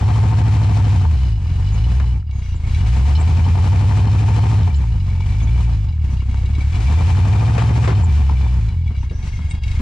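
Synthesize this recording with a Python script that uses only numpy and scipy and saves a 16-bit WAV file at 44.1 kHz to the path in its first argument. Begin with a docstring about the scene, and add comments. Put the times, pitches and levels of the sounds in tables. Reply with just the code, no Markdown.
"""A forest, where a V8 truck crawls up rocks close by: three long pulls on the throttle, with loping idle between.
Each firing thumps through the exhaust and spits gas noise; the fan rushes and loose sheet metal buzzes,
all louder with speed and throttle. Now and then the exhaust pops, a filtered crack with a spit of noise.
Tyres knock on stones (wavering tones and noise) and snap grit, and a loose linkage clinks on decaying sines.
A brake sings faintly, a steering pump hisses, and thin high chirps come and go."""
import sys
import numpy as np
from scipy.fft import rfft, irfft, next_fast_len
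from scipy.io import wavfile
from scipy.ndimage import uniform_filter1d, minimum_filter1d, map_coordinates

SR = 44100
rng = np.random.default_rng(int(sys.argv[2]) if len(sys.argv) > 2 else 0)


def to_wav(sig):
    """Store sig (one row per channel, or 1-D mono) as 16-bit WAV at the path in sys.argv[1].

    Samples outside -1..1 are clipped; the rate is SR.
    """
    pcm = np.clip(np.atleast_2d(sig), -1, 1) * 32767
    pcm = np.round(pcm).astype(np.int16)
    wavfile.write(sys.argv[1], SR, pcm.T)  # frames by channels


N = 432621
TIME = np.arange(N) / SR

# engine speed: time_s, firings_per_s
ENGINE_SPEED = [(0.0, 106.27), (0.45, 105.84), (0.9, 100.45), (0.99, 94.19), (1.17, 64.29), (1.26, 60.9),
                (1.44, 41.29), (1.8, 54.55), (1.98, 67.01), (2.16, 56.38), (2.25, 36.06), (2.61, 24.92),
                (2.7, 30.45), (2.88, 58.88), (3.24, 81.92), (3.6, 90.25), (3.78, 97.09), (4.5, 107.31),
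                (4.59, 101.49), (4.77, 65.48), (5.04, 44.74), (5.22, 45.88), (5.58, 61.14), (5.76, 54.11),
                (6.03, 33.31), (6.3, 31.82), (6.66, 36.17), (6.75, 45.7), (6.93, 79.95), (7.29, 98.5),
                (7.47, 112.98), (7.83, 116.08), (7.92, 108.3), (8.1, 73.67), (8.55, 60.86), (8.82, 39.97),
                (9.2, 23), (9.5, 22.8), (9.81, 26.5)]
# cylinders in firing order, with unequal pipes: strength_db, pipe_travel_s, rasp_db
CYLINDERS = [(.3, .0034, -4), (-.6, .0031, -1), (.8, .0012, 4), (-.7, .0031, -1), (.3, .0005, 3),
             (.3, .0006, 3), (.2, .0032, 0), (0, .0027, -2)]
# firing grows uneven towards idle: firings_per_s, strength_scatter_db, timing_scatter_intervals
UNEVEN_FIRING = [(22, 2.8, .09), (33, 1.7, .03), (55, .8, .01), (85, .35, .005)]
# late burning towards idle, a typical straggling puff after each firing: firings_per_s, level_db
AFTERBURN = [(24, -8), (33, -15), (45, -26), (65, -50)]
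# tone of the exhaust pipe and silencer: pitch_hz, gain_db
PIPE_TONE = [(10, -39.5), (17, -10), (24, 13), (32, 10), (40, 4), (50, 14.5), (62, 20), (74, 23.5),
             (88, 19.5), (112, 18.5), (140, 11), (180, 6.5), (240, -1), (400, -2.5), (700, -24.5),
             (1500, -77.5)]
# exhaust boom, weaker towards idle: firings_per_s, level_db
BOOM_LEVEL = [(23, -19.5), (33, -15.5), (45, -15.5), (65, -13.5), (110, -10.5)]
# tone of the low gas noise: pitch_hz, gain_db
CHUFF_TONE = [(60, -50), (150, 10.5), (220, -1), (290, -6), (370, -21), (480, -38.5), (650, -30),
              (1500, -55.5)]
# tone of the harsher gas noise: pitch_hz, gain_db
RASP_TONE = [(150, -33), (350, 2.5), (500, 0), (650, -2), (740, 6), (800, 0), (900, 5.5), (1020, -1),
             (1200, -5), (1500, -9.5), (2100, -10.5), (3200, -22.5), (9000, -58)]
# tone of the fan's rush: pitch_hz, gain_db
FAN_TONE = [(300, -8.5), (1200, 0.5), (2500, 3.5), (3500, -2), (4200, -2), (5200, -4.5), (6200, -4.5),
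            (7300, -6), (9000, -11.5), (10500, -20), (12500, -28.5), (15000, -41)]
# ringing of the tailpipe at each chug: pitch_hz, width_hz, gain_db
TAILPIPE_MODES = [(204, 128, 4), (294, 83, 3)]
# ringing of the thin end of the pipe: pitch_hz, width_hz, gain_db
PIPE_TIP_MODES = [(730, 26, -3.5), (895, 54, 1.5), (1047, 41, -5.5), (1221, 37, -9)]
# ringing of the loose heat shield at RING_RATE: pitch_hz, width_hz, gain_db
SHIELD_MODES = [(2266, 75, -2.5), (2340, 130, -8.5), (3430, 27, -11.5)]
# ringing of the loose bracket at RING_RATE: pitch_hz, width_hz, gain_db
BRACKET_MODES = [(2920, 48, 3), (4070, 130, -3.5), (4200, 1100, -16.5), (5040, 260, -8)]

# How loud each part runs, one row each:
# level_db at PULL_RATE, speed_db per further firing per second, throttle_db when wide open
# low gas noise
CHUFF_LAW = (-35.5, 0.06, 0.89)
# harsher gas noise
RASP_LAW = (-34, 0.23, 1.9)
# fan
FAN_LAW = (-41, 0.13, 1.9)
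# heat shield
SHIELD_LAW = (-49, 0.076, 2.9)
# bracket
BRACKET_LAW = (-49.5, 0.081, 0.66)

# brief changes, mostly dips (each part takes a share of the noise change):
# middle_s, half_length_s, noise_change_db, boom_change_db
LULLS = [(1.42, 0.069, -4.5, -2.5), (2.265, 0.089, -18.5, -8), (2.45, .04, 0.5, -8), (2.6, 0.068, -7, -4),
         (4.715, 0.016, -4.5, -5), (4.98, 0.62, -2, -0.5), (5.92, 0.11, -8, -2), (6.235, 0.055, -3, -2),
         (8.72, .03, 0, -4.5), (8.82, 0.11, -11, -0.5), (8.95, 0.033, -5, -7), (9.12, 0.098, -5, -3.5),
         (9.605, 0.027, -18, -7.5)]
# brief swells, mostly of both noise and boom, at pulls, run-downs and idle:
# middle_s, half_length_s, noise_change_db, boom_change_db
BRIEF_SWELLS = [(1.88, .09, 1.5, 1.5), (2.78, 0.22, 2.5, 1.5), (3.0, 0.51, 4, 2), (4.665, .035, 3.5, 0.5),
                (5.53, 0.11, 1.5, 3), (6.85, 0.2, 5.5, 0.5), (8.2, 0.12, 1, 1.5), (9.27, 0.03, 7, -3),
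                (9.73, 0.11, 7.5, 3.5)]
# bouts of changed rattling: start_s, end_s, shield_change_db, bracket_change_db
RATTLE_BOUTS = [(1.104, 2.106, -1, 2), (2.359, 2.715, 5.5, 2.5), (5.05, 5.856, 3.5, 0),
                (6.25, 7.005, 0.5, -3.5), (8.12, 8.72, -2.5, 0)]
# thin chirps: middle_s, pitch_hz, level_db
CHIRPS = [(.065, 8410, -55), (1.742, 6600, -45), (2.565, 7240, -46), (3.21, 7460, -33), (3.28, 7660, -48),
          (4.375, 8450, -48), (4.49, 8650, -55), (4.765, 7150, -41), (5.436, 6430, -42), (7.862, 7500, -40),
          (7.968, 7300, -49), (8.044, 7300, -33.5), (9.514, 7700, -35)]
# sharper exhaust pops: start_s, level_db
POPS = [(.086, -22), (.616, -26), (.694, -25), (1.051, -20), (1.457, -33), (3.464, -24), (3.554, -24),
        (4.281, -21), (4.675, -25), (4.839, -29), (5.205, -28), (5.6, -28), (7.691, -22), (8.035, -24),
        (8.296, -18), (8.464, -27)]
# tyres and axles on stones: start_s, thud_db, hollow_ring_db, clack_db, fall_by_60_db_s
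KNOCKS = [(1.497, -30, -52.5, -41, 0.18), (1.861, -33, -37.5, -48, 0.063),
          (1.999, -36, -41.5, -26.5, 0.059), (2.543, -26, -36.5, -40.5, 0.063),
          (5.079, -24.5, -51.5, -41, .05), (5.124, -23, -48.5, -43, .05), (5.424, -21, -45.5, -43, 0.092),
          (6.089, -30, -53.5, -50.5, 0.1), (6.125, -24, -54.5, -41.5, 0.045), (6.218, -30, -43, -41, 0.091),
          (6.28, -24.5, -53, -53.5, .2), (6.343, -21.5, -39.5, -30.5, 0.023),
          (6.429, -33.5, -41.5, -42.5, 0.21), (6.49, -25.5, -50.5, -43.5, 0.092),
          (6.581, -25, -50.5, -40.5, 0.08), (7.579, -26.5, -25.5, -18, 0.18),
          (7.839, -38, -39, -25.5, 0.25), (7.875, -22, -19.5, -22, 0.19), (8.294, -30, -36, -37, 0.05),
          (8.69, -34.5, -50, -44.5, 0.038), (8.906, -26.5, -41, -43.5, 0.086),
          (9.029, -34.5, -56, -43, .12), (9.109, -27, -32.5, -43.5, 0.13), (9.389, -26, -53, -42.5, 0.14),
          (9.792, -23, -38.5, -38, 0.31)]
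# tone of the hollow underbody: pitch_hz, gain_db
HOLLOW_TONE = [(150, -22.5), (280, -11.0), (360, 0.0), (440, -1.5), (560, -7.0), (800, -19.5), (3000, -55.5)]
# tone of a stone's clack: pitch_hz, gain_db
CLACK_TONE = [(250, -19.5), (650, -1.0), (1000, 2.5), (1500, -4.0), (2200, -6.5),
              (4000, -15.0), (8000, -24.5), (14000, -51.5)]
# clinks of the linkage: start_s, strength_db
CLINKS = [(2.31, -42.5), (2.693, -38), (2.745, -27.5), (5.1, -40.5), (5.205, -35.5), (5.291, -41.5),
          (5.507, -38), (5.923, -44), (6.311, -39.5), (6.37, -39.5), (6.457, -35), (6.55, -35),
          (6.606, -33), (6.754, -30.5), (8.686, -38.5), (8.875, -42.5), (8.963, -41), (9.096, -40.5),
          (9.225, -38), (9.275, -41), (9.37, -39), (9.418, -53), (9.46, -46), (9.509, -31), (9.548, -37.5),
          (9.634, -31), (9.678, -32.5), (9.713, -32.5), (9.754, -41), (9.788, -39)]
# ringing of the loose steel linkage at RING_RATE: pitch_hz, gain_db, fall_by_60_db_s
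LINKAGE_MODES = [(2305, 0, .08), (2400, -6, .06), (2880, -7, .08), (3470, -11, .08), (4000, -6, .08),
                 (4840, -16, .07), (5650, -20, .07), (6380, -20, .07)]
# tone of the scrape in each clink: pitch_hz, gain_db
SCRAPE_TONE = [(1000, -21.5), (2200, -2), (4300, -2.5), (6000, -5), (9000, -13.5), (14000, -43)]
# brake squeal: start_s, end_s, partial_number, typical_level_db
SQUEALS = [(2.32, 2.43, 4, -53), (9.05, 9.81, 1, -61.5), (9.38, 9.72, 2, -56.5), (9.4, 9.72, 3, -60.5),
           (9.42, 9.58, 4, -61.5)]
# steering-pump hiss: start_s, end_s, level_db
HISSES = [(2.424, 2.558, -57.5), (6.097, 6.158, -56.5), (8.97, 9.07, -59.5), (9.115, 9.409, -56.5)]
# tone of the steering-pump hiss: pitch_hz, gain_db
HISS_TONE = [(4500, -24.5), (5700, -3.5), (6000, 2), (6300, -16), (8000, -43.0)]
# likeness of left and right noise: pitch_hz, likeness (1 is identical)
STEREO_LIKENESS = [(300, 1), (520, .85), (720, .4), (830, .9), (1050, .8), (1370, .25), (1600, .6),
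                   (1900, .3), (2200, .62), (3800, .7), (5000, .55), (7000, .25), (12000, .2)]
# how much louder the left is: pitch_hz, left_over_right_db
STEREO_BALANCE = [(25, .7), (125, .1), (280, -.3), (430, -3.5), (520, -1), (660, 9), (760, 8.5), (970, 2),
                  (1200, 6.3), (2700, 4.6), (4500, 2.3), (6300, 0), (8000, -5), (9500, 2.5), (12000, -1.5)]
# how far the left leads: pitch_hz, lead_radians
STEREO_LEAD = [(25, -.33), (125, -.13), (300, 0), (430, .4), (600, 1.7), (720, 2.2), (780, 4.4), (900, 5.5),
               (1100, 6.5), (1300, 6.9), (1430, 5.2), (1700, 6.4), (1950, 4.7), (2400, 6.2), (3100, 5.8),
               (4800, 6.7), (6500, 8), (9000, 10.2)]

PULL_RATE = 100  # firings per second at which levels and widths are given
# throttle: smoothing, and the run-up that nearly opens it fully (octaves per s)
THROTTLE_LAG_S, FULL_RUN_UP = 0.041, 1.66
# pulse width at PULL_RATE, and the power by which it widens with the firing interval
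PULSE_S, PULSE_WIDENS = 0.0011, .6
# crank position at the start (firings), place of the chuff's peak in the engine cycle (0-1)
CRANK_START, CHUFF_PLACE = 1.08, .53
CHUFF_THROB_DB, RASP_THROB_DB = 6.5, 3.3  # swing up and down once per engine cycle
# chug over the chuff, lead in firings, fading below PULL_RATE (dB per firing per second)
CHUG_DB, CHUG_LEAD, CHUG_GROWS_DB = -2.5, .7, .22
STEADY_GAS = 2  # gas flow between firings, beside spurts of rms 1
RASP_SCATTER_DB, SHAKE_SCATTER_DB = 2.2, 4.8
CRACK_S, CRACK_DB, CRACK_SCATTER_DB = .00008, -6, 1.5
# loose parts ring higher with speed: reference firings per second, power of the speed
RING_RATE, RING_RISES = 50, .065
# steady change in the buzz through the scene (dB per s)
SHIELD_DRIFT, BRACKET_DRIFT = 0.93, -0.18
RATTLE_FADE_S = 0.036
POP_SPIT_DB, POP_T60_S = -7, .03
# grit: ticks per second; lowest level at PULL_RATE, spread, growth per further firing per second
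GRIT_RATE = 9
GRIT_DB, GRIT_SPREAD_DB, GRIT_GROWS_DB = -40.5, 2, .16
THUD_HZ, THUD_WAVER_HZ, THUD_ATTACK_S = 188.5, 44.7, 0.0026
SCRAPE_DB, CLINK_T60_S = -6.5, 0.043
BRAKE_HZ = 1645
TOP_HZ = 15000


def amp(db):
    """Turn decibels into a plain gain."""
    return 10 ** (np.asarray(db) / 20)


def unit(x):
    """Scale a signal to rms 1."""
    return x / np.sqrt(np.mean(x ** 2) + 1e-20)


def along(points, hz):
    """Read a curve of points on a log axis."""
    f, v = np.transpose(points)
    return np.interp(np.log(hz + 1), np.log(f + 1), v)


def curves(rows):
    """Give one value per sample for each column after the time."""
    s, *cols = np.transpose(rows)
    return [np.interp(TIME, s, c) for c in cols]


def wobble(rate):
    """Draw a smooth random curve with this many knots a second."""
    knots = rng.standard_normal(int(N * rate / SR) + 4)
    return map_coordinates(knots, [TIME * rate])


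def filtered(x, response):
    """Multiply the spectrum of x by a response of frequency."""
    m = 2 * next_fast_len(N // 2 + SR // 4)
    hz = np.fft.rfftfreq(m, 1 / SR)
    return irfft(rfft(x, m) * response(hz), m)[..., :N]


def causal(points, hz):
    """Give a response with these gains that rings only after it is struck."""
    cepstrum = irfft(np.log(amp(along(points, hz))))
    half = len(cepstrum) // 2
    return np.exp(rfft(np.r_[cepstrum[0], 2 * cepstrum[1:half], np.zeros(half)]))


def colour(points):
    """Make a response from a tone table."""
    return lambda hz: amp(along(points, hz))


def panel(modes):
    """Sum the resonances of a ringing part, with every second one reversed."""
    def response(hz):
        total = 0
        for k, (centre, width, db) in enumerate(modes):
            damping = 1j * hz * width
            total = total + (-1) ** k * amp(db) * damping / (centre * centre - hz * hz + damping)
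        return total
    return response


def noise(response, gate=1):
    """Pass gated stereo noise through a response; the middle has rms 1."""
    def spread(hz):
        turn = np.arccos(np.clip(along(STEREO_LIKENESS, hz), -1, 1)) / 2
        return response(hz) * np.array([np.cos(turn), np.sin(turn)])
    mid, side = filtered(gate * rng.standard_normal((2, N)), spread)
    return np.array([mid + side, mid - side]) / np.std(mid)


def puffs(times, widths, sizes):
    """Add pulses that rise fast and die away, each with its own width in s."""
    index = (times * SR).astype(int)[:, None] + np.arange(1, 2048)
    u = (index / SR - times[:, None]) / np.abs(widths)[:, None]
    pulses = sizes[:, None] * u * np.exp(-u)
    return np.bincount(np.maximum(index, 0).ravel(), pulses.ravel(), N)[:N]


def blows(rows, attack):
    """Make the envelope of blows: start_s, level_db, fall_by_60_db_s."""
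    out, t = np.zeros(N + SR), np.arange(SR // 3) / SR
    for s, db, t60 in rows:
        out[round(s * SR):][:len(t)] += amp(db - 60 * t / t60) * (1 - np.exp(-t / attack))
    return out[:N]


def held(start, end, fade):
    """Make an envelope that opens after start and closes by end."""
    return np.clip(np.minimum(TIME - start, end - TIME) / fade, 0, 1)


def swells(rows):
    """Make smooth level changes in dB, one curve for the noise and one for the boom."""
    total = 0
    for s, half, noise_db, boom_db in rows:
        total = total + np.outer([noise_db, boom_db], np.exp(-((TIME - s) / half) ** 2))
    return total


def throttle_of(rate):
    """Read the throttle from the speed: towards -1 running down, 0 steady, towards 1 running up."""
    run_up = np.gradient(np.log2(rate)) * SR
    smooth = uniform_filter1d(run_up, size=max(int(THROTTLE_LAG_S * SR), 1))
    return np.tanh(smooth / FULL_RUN_UP)


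def firings(rate, crank):
    """Give the time, interval, strength and raspiness of each firing."""
    number = np.arange(int(crank[0]) + 1, int(crank[-1]) + 1)
    db, travel, rasp_db = np.array(CYLINDERS)[number % len(CYLINDERS)].T
    chance = rng.standard_normal((len(number), 3))
    speed = np.interp(number, crank, rate)
    at, scatter_db, jitter = np.transpose(UNEVEN_FIRING)
    uneven_number = number + np.interp(speed, at, jitter) * chance[:, 0]
    times = np.interp(uneven_number, crank, TIME) + travel
    strength = amp(db + np.interp(speed, at, scatter_db) * chance[:, 1])
    return times, 1 / speed, strength, amp(rasp_db + RASP_SCATTER_DB * chance[:, 2])


def exhaust_boom(rate, times, interval, strength, boom_swell_db):
    """Pressure pulses, and late puffs near idle, ring the pipe; their loudness is then set by speed."""
    width = PULSE_S * (interval * PULL_RATE) ** PULSE_WIDENS
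    lateness, late_size = rng.random((len(times), 2)).T
    late_times = times + interval * (.3 + .4 * lateness)
    late_sizes = 2 * late_size * amp(along(AFTERBURN, 1 / interval))
    pulses = puffs(times, width, strength) + puffs(late_times, width / 2, late_sizes)
    boom = filtered(-pulses, lambda hz: causal(PIPE_TONE, hz))
    power = uniform_filter1d(uniform_filter1d(boom ** 2, size=5000), size=4000)
    levelled = boom / np.sqrt(np.abs(power) + 1e-12)
    return levelled * amp(along(BOOM_LEVEL, rate) + boom_swell_db)


def chugs(rate, crank):
    """Two firings crowd into one pipe each cycle and knock the tailpipe once, harder at speed."""
    at = np.arange(len(CYLINDERS) * CHUFF_PLACE - CHUG_LEAD, crank[-1] - 1, len(CYLINDERS))
    times = np.interp(at, crank, TIME)
    below_pull = np.minimum(np.interp(at, crank, rate) - PULL_RATE, 0)
    sizes = amp(CHUG_GROWS_DB * below_pull + rng.standard_normal(len(times)))
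    return unit(filtered(puffs(times, np.full(len(times), .0006), sizes), panel(TAILPIPE_MODES)))


def exhaust_chuff(rate, crank, flow, cycle):
    """Low gas noise spurts with each firing and throbs once a cycle, with a chug on top."""
    gas = noise(colour(CHUFF_TONE), (0.83 + flow) * amp(CHUFF_THROB_DB * cycle))
    return amp(CHUG_DB) * chugs(rate, crank) + gas


def exhaust_rasp(times, raspiness, flow, cycle):
    """Harsh gas noise spurts with each firing, whose sharp crack rings the thin end of the pipe."""
    sizes = raspiness * amp(CRACK_SCATTER_DB * rng.standard_normal(len(times)))
    snaps = puffs(times, np.full(len(times), CRACK_S), sizes)
    tip_ring = unit(filtered(snaps, panel(PIPE_TIP_MODES)))
    pipe_ring = unit(filtered(snaps, lambda hz: causal(RASP_TONE, hz)))
    gas = noise(colour(RASP_TONE), (STEADY_GAS + flow) * amp(RASP_THROB_DB * cycle))
    return gas + amp(CRACK_DB) * (tip_ring + 0.59 * pipe_ring)


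def fan(flow):
    """The fan rushes as wavering noise, pulsing slightly with the firings."""
    return amp(1.45 * wobble(25)) * noise(colour(FAN_TONE), 3.2 + flow)


def ring_pitch(rate):
    """Give the pitch ratio of the loose parts at this engine speed."""
    return (rate / RING_RATE) ** RING_RISES


def gliding(response, gate, pitch):
    """Glide the pitch of resonant noise by playing it on a clock that speeds up and slows."""
    clock, samples = np.cumsum(pitch) / pitch.mean() - 1, np.arange(N)
    steady = noise(lambda hz: response(hz / pitch.mean()), np.interp(samples, clock, gate))
    return np.array([map_coordinates(side, [clock], mode="nearest") for side in steady])


def loose_part(modes, rate, times, interval):
    """Each firing shakes a loose part by a random amount, and it buzzes at its resonances."""
    sizes = amp(SHAKE_SCATTER_DB * rng.standard_normal(len(times)))
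    shaking = unit(puffs(times, 0.33 * interval, sizes))
    return gliding(panel(modes), 0.03 + shaking, ring_pitch(rate))


def engine():
    """One speed curve drives the exhaust pulses, their gas noise, the fan and the shaken loose parts."""
    rate, = curves(ENGINE_SPEED)
    throttle = throttle_of(rate)
    noise_swell_db, boom_swell_db = swells(LULLS) + swells(BRIEF_SWELLS)

    def level(law, swell_share):
        """Give the gain of a part at this speed and throttle."""
        pull_db, speed_db, throttle_db = law
        running_db = pull_db + speed_db * (rate - PULL_RATE) + throttle_db * throttle
        return amp(running_db + swell_share * noise_swell_db)

    crank = np.cumsum(rate) / SR + CRANK_START  # counted in firings
    times, interval, strength, raspiness = firings(rate, crank)
    flow = unit(puffs(times, 0.28 * interval, raspiness))
    cycle = np.cos(2 * np.pi * (crank / len(CYLINDERS) - CHUFF_PLACE))

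    boom = exhaust_boom(rate, times, interval, strength, boom_swell_db)
    chuff = level(CHUFF_LAW, swell_share=0.85) * exhaust_chuff(rate, crank, flow, cycle)
    rasp = level(RASP_LAW, swell_share=0.53) * exhaust_rasp(times, raspiness, flow, cycle)
    rush = level(FAN_LAW, swell_share=0.83) * fan(flow)

    bouts_db = 0
    for start, end, *dbs in RATTLE_BOUTS:
        bouts_db = bouts_db + np.outer(dbs, held(start, end, RATTLE_FADE_S))
    drift_db = np.outer([SHIELD_DRIFT, BRACKET_DRIFT], TIME - TIME.mean())
    shield_db, bracket_db = bouts_db + drift_db
    shield = loose_part(SHIELD_MODES, rate, times, interval)
    bracket = loose_part(BRACKET_MODES, rate, times, interval)
    buzz = (level(SHIELD_LAW, swell_share=0.34) * amp(shield_db) * shield
            + level(BRACKET_LAW, swell_share=0.34) * amp(bracket_db) * bracket)
    return boom + chuff + rasp + rush + buzz


def grit():
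    """Twigs and small stones tick at random, dull or bright, harder as the engine runs faster."""
    rate, = curves(ENGINE_SPEED)
    out = 0
    for hz in (1300, 3600):
        chance = rng.random((round(GRIT_RATE * N / SR / 2), 2))
        rows = []
        for when, size in chance:
            db = GRIT_DB + GRIT_SPREAD_DB * min(-np.log(size), 3)
            rows.append((when * N / SR, db, .025))
        tone = [(hz / 4, -30), (hz, 0), (2 * hz, -14), (3 * hz, -40), (5 * hz, -70)]
        out = out + noise(colour(tone)) * blows(rows, attack=.0005)
    return out * amp(GRIT_GROWS_DB * (rate - PULL_RATE))


def chirps():
    """Each thin chirp is a short sine that swells, fades and wavers in pitch."""
    out = np.zeros(N)
    waver = np.cumsum(wobble(350)) / SR
    for s, hz, db in CHIRPS:
        near = slice(max(round((s - .05) * SR), 0), round((s + .05) * SR))
        t = TIME[near] - s
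        tone = np.sin(2 * np.pi * (hz * t + 110 * waver[near]))
        out[near] += amp(db) * np.exp(-(t / 0.014) ** 2) * tone
    return out


def pops():
    """Now and then the exhaust cracks harder: it spits gas noise and rings the pipe's tip."""
    start, db = np.transpose(POPS)
    cracks = puffs(start, np.full(len(start), CRACK_S), amp(db))
    ring = filtered(cracks, panel(PIPE_TIP_MODES))
    spit_rows = [(s, peak + POP_SPIT_DB, POP_T60_S) for s, peak in POPS]
    spit = noise(colour(RASP_TONE)) * blows(spit_rows, attack=.0005)
    return ring * amp(db.max()) / np.abs(ring).max() + spit


def stone_knocks():
    """Stones thud and clack under the tyres, and the underbody rings hollow."""
    start, thud_db, ring_db, clack_db, t60 = np.transpose(KNOCKS)
    pitch = THUD_HZ + THUD_WAVER_HZ * wobble(150)
    thud = np.sqrt(2) * np.sin(2 * np.pi * np.cumsum(pitch) / SR)
    ring = noise(colour(HOLLOW_TONE))
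    clack = noise(colour(CLACK_TONE))
    return (thud * blows(zip(start, thud_db, t60), attack=THUD_ATTACK_S)
            + ring * blows(zip(start, ring_db, t60), attack=THUD_ATTACK_S)
            + clack * blows(zip(start, clack_db, t60), attack=0.0006))


def linkage():
    """Each clink scrapes the loose linkage and rings its modes, never twice quite alike."""
    out, t = np.zeros(N + SR), np.arange(SR // 4) / SR
    hz, mode_db, t60 = np.array(LINKAGE_MODES).T[..., None]
    for s, db in CLINKS:
        pitch = ring_pitch(np.interp(s, *np.transpose(ENGINE_SPEED)))
        detune, force, phase = rng.standard_normal((3, len(LINKAGE_MODES), 1))
        mode_hz = hz * pitch * (1 + 0.0044 * detune)
        fading = amp(mode_db + 2 * force - 60 * t / t60)
        ring = fading * np.sin(2 * np.pi * mode_hz * t + 2 * np.pi * phase)
        out[round(s * SR):][:len(t)] += amp(db - 0.5) * ring.sum(axis=0) * (1 - np.exp(-t / 0.002))
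    scrape_rows = [(s, db + SCRAPE_DB, CLINK_T60_S) for s, db in CLINKS]
    return out[:N] + noise(colour(SCRAPE_TONE)) * blows(scrape_rows, attack=0.0011)


def brake():
    """The brake sings on partials of one pitch, wavering in pitch and strength."""
    out = np.zeros(N)
    waver = np.cumsum(wobble(350)) / SR
    for start, end, partial, db in SQUEALS:
        grip = amp(db + 3 * wobble(45)) * held(start, end, fade=.04)
        out += grip * np.sin(2 * np.pi * partial * BRAKE_HZ * (TIME + 0.0044 * waver))
    return out


def steering_pump():
    """The steering pump hisses as a narrow band of noise, opened for short spells."""
    opening = sum(amp(db) * held(start, end, fade=0.018) for start, end, db in HISSES)
    return noise(colour(HISS_TONE)) * opening


def scene():
    """All sounds share one stereo place: left and right differ in loudness and timing by pitch."""
    truck = engine() + grit() + chirps() + pops() + stone_knocks() + linkage() + brake() + steering_pump()
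    sides = np.array([[.5], [-.5]])

    def placing(hz):
        turn = np.exp(1j * sides * along(STEREO_LEAD, hz))
        return amp(sides * along(STEREO_BALANCE, hz)) * turn
    return filtered(truck, placing)


def record(dry):
    """A limiter holds the peaks down, then everything from TOP_HZ up is cut."""
    needed = np.minimum(1, amp(-7.0) / (np.abs(dry).max(axis=0) + 1e-9))
    gain = uniform_filter1d(minimum_filter1d(needed, size=700), size=500)
    return filtered(dry * gain, lambda hz: hz < TOP_HZ)


dry = scene()
out = record(dry)
to_wav(out)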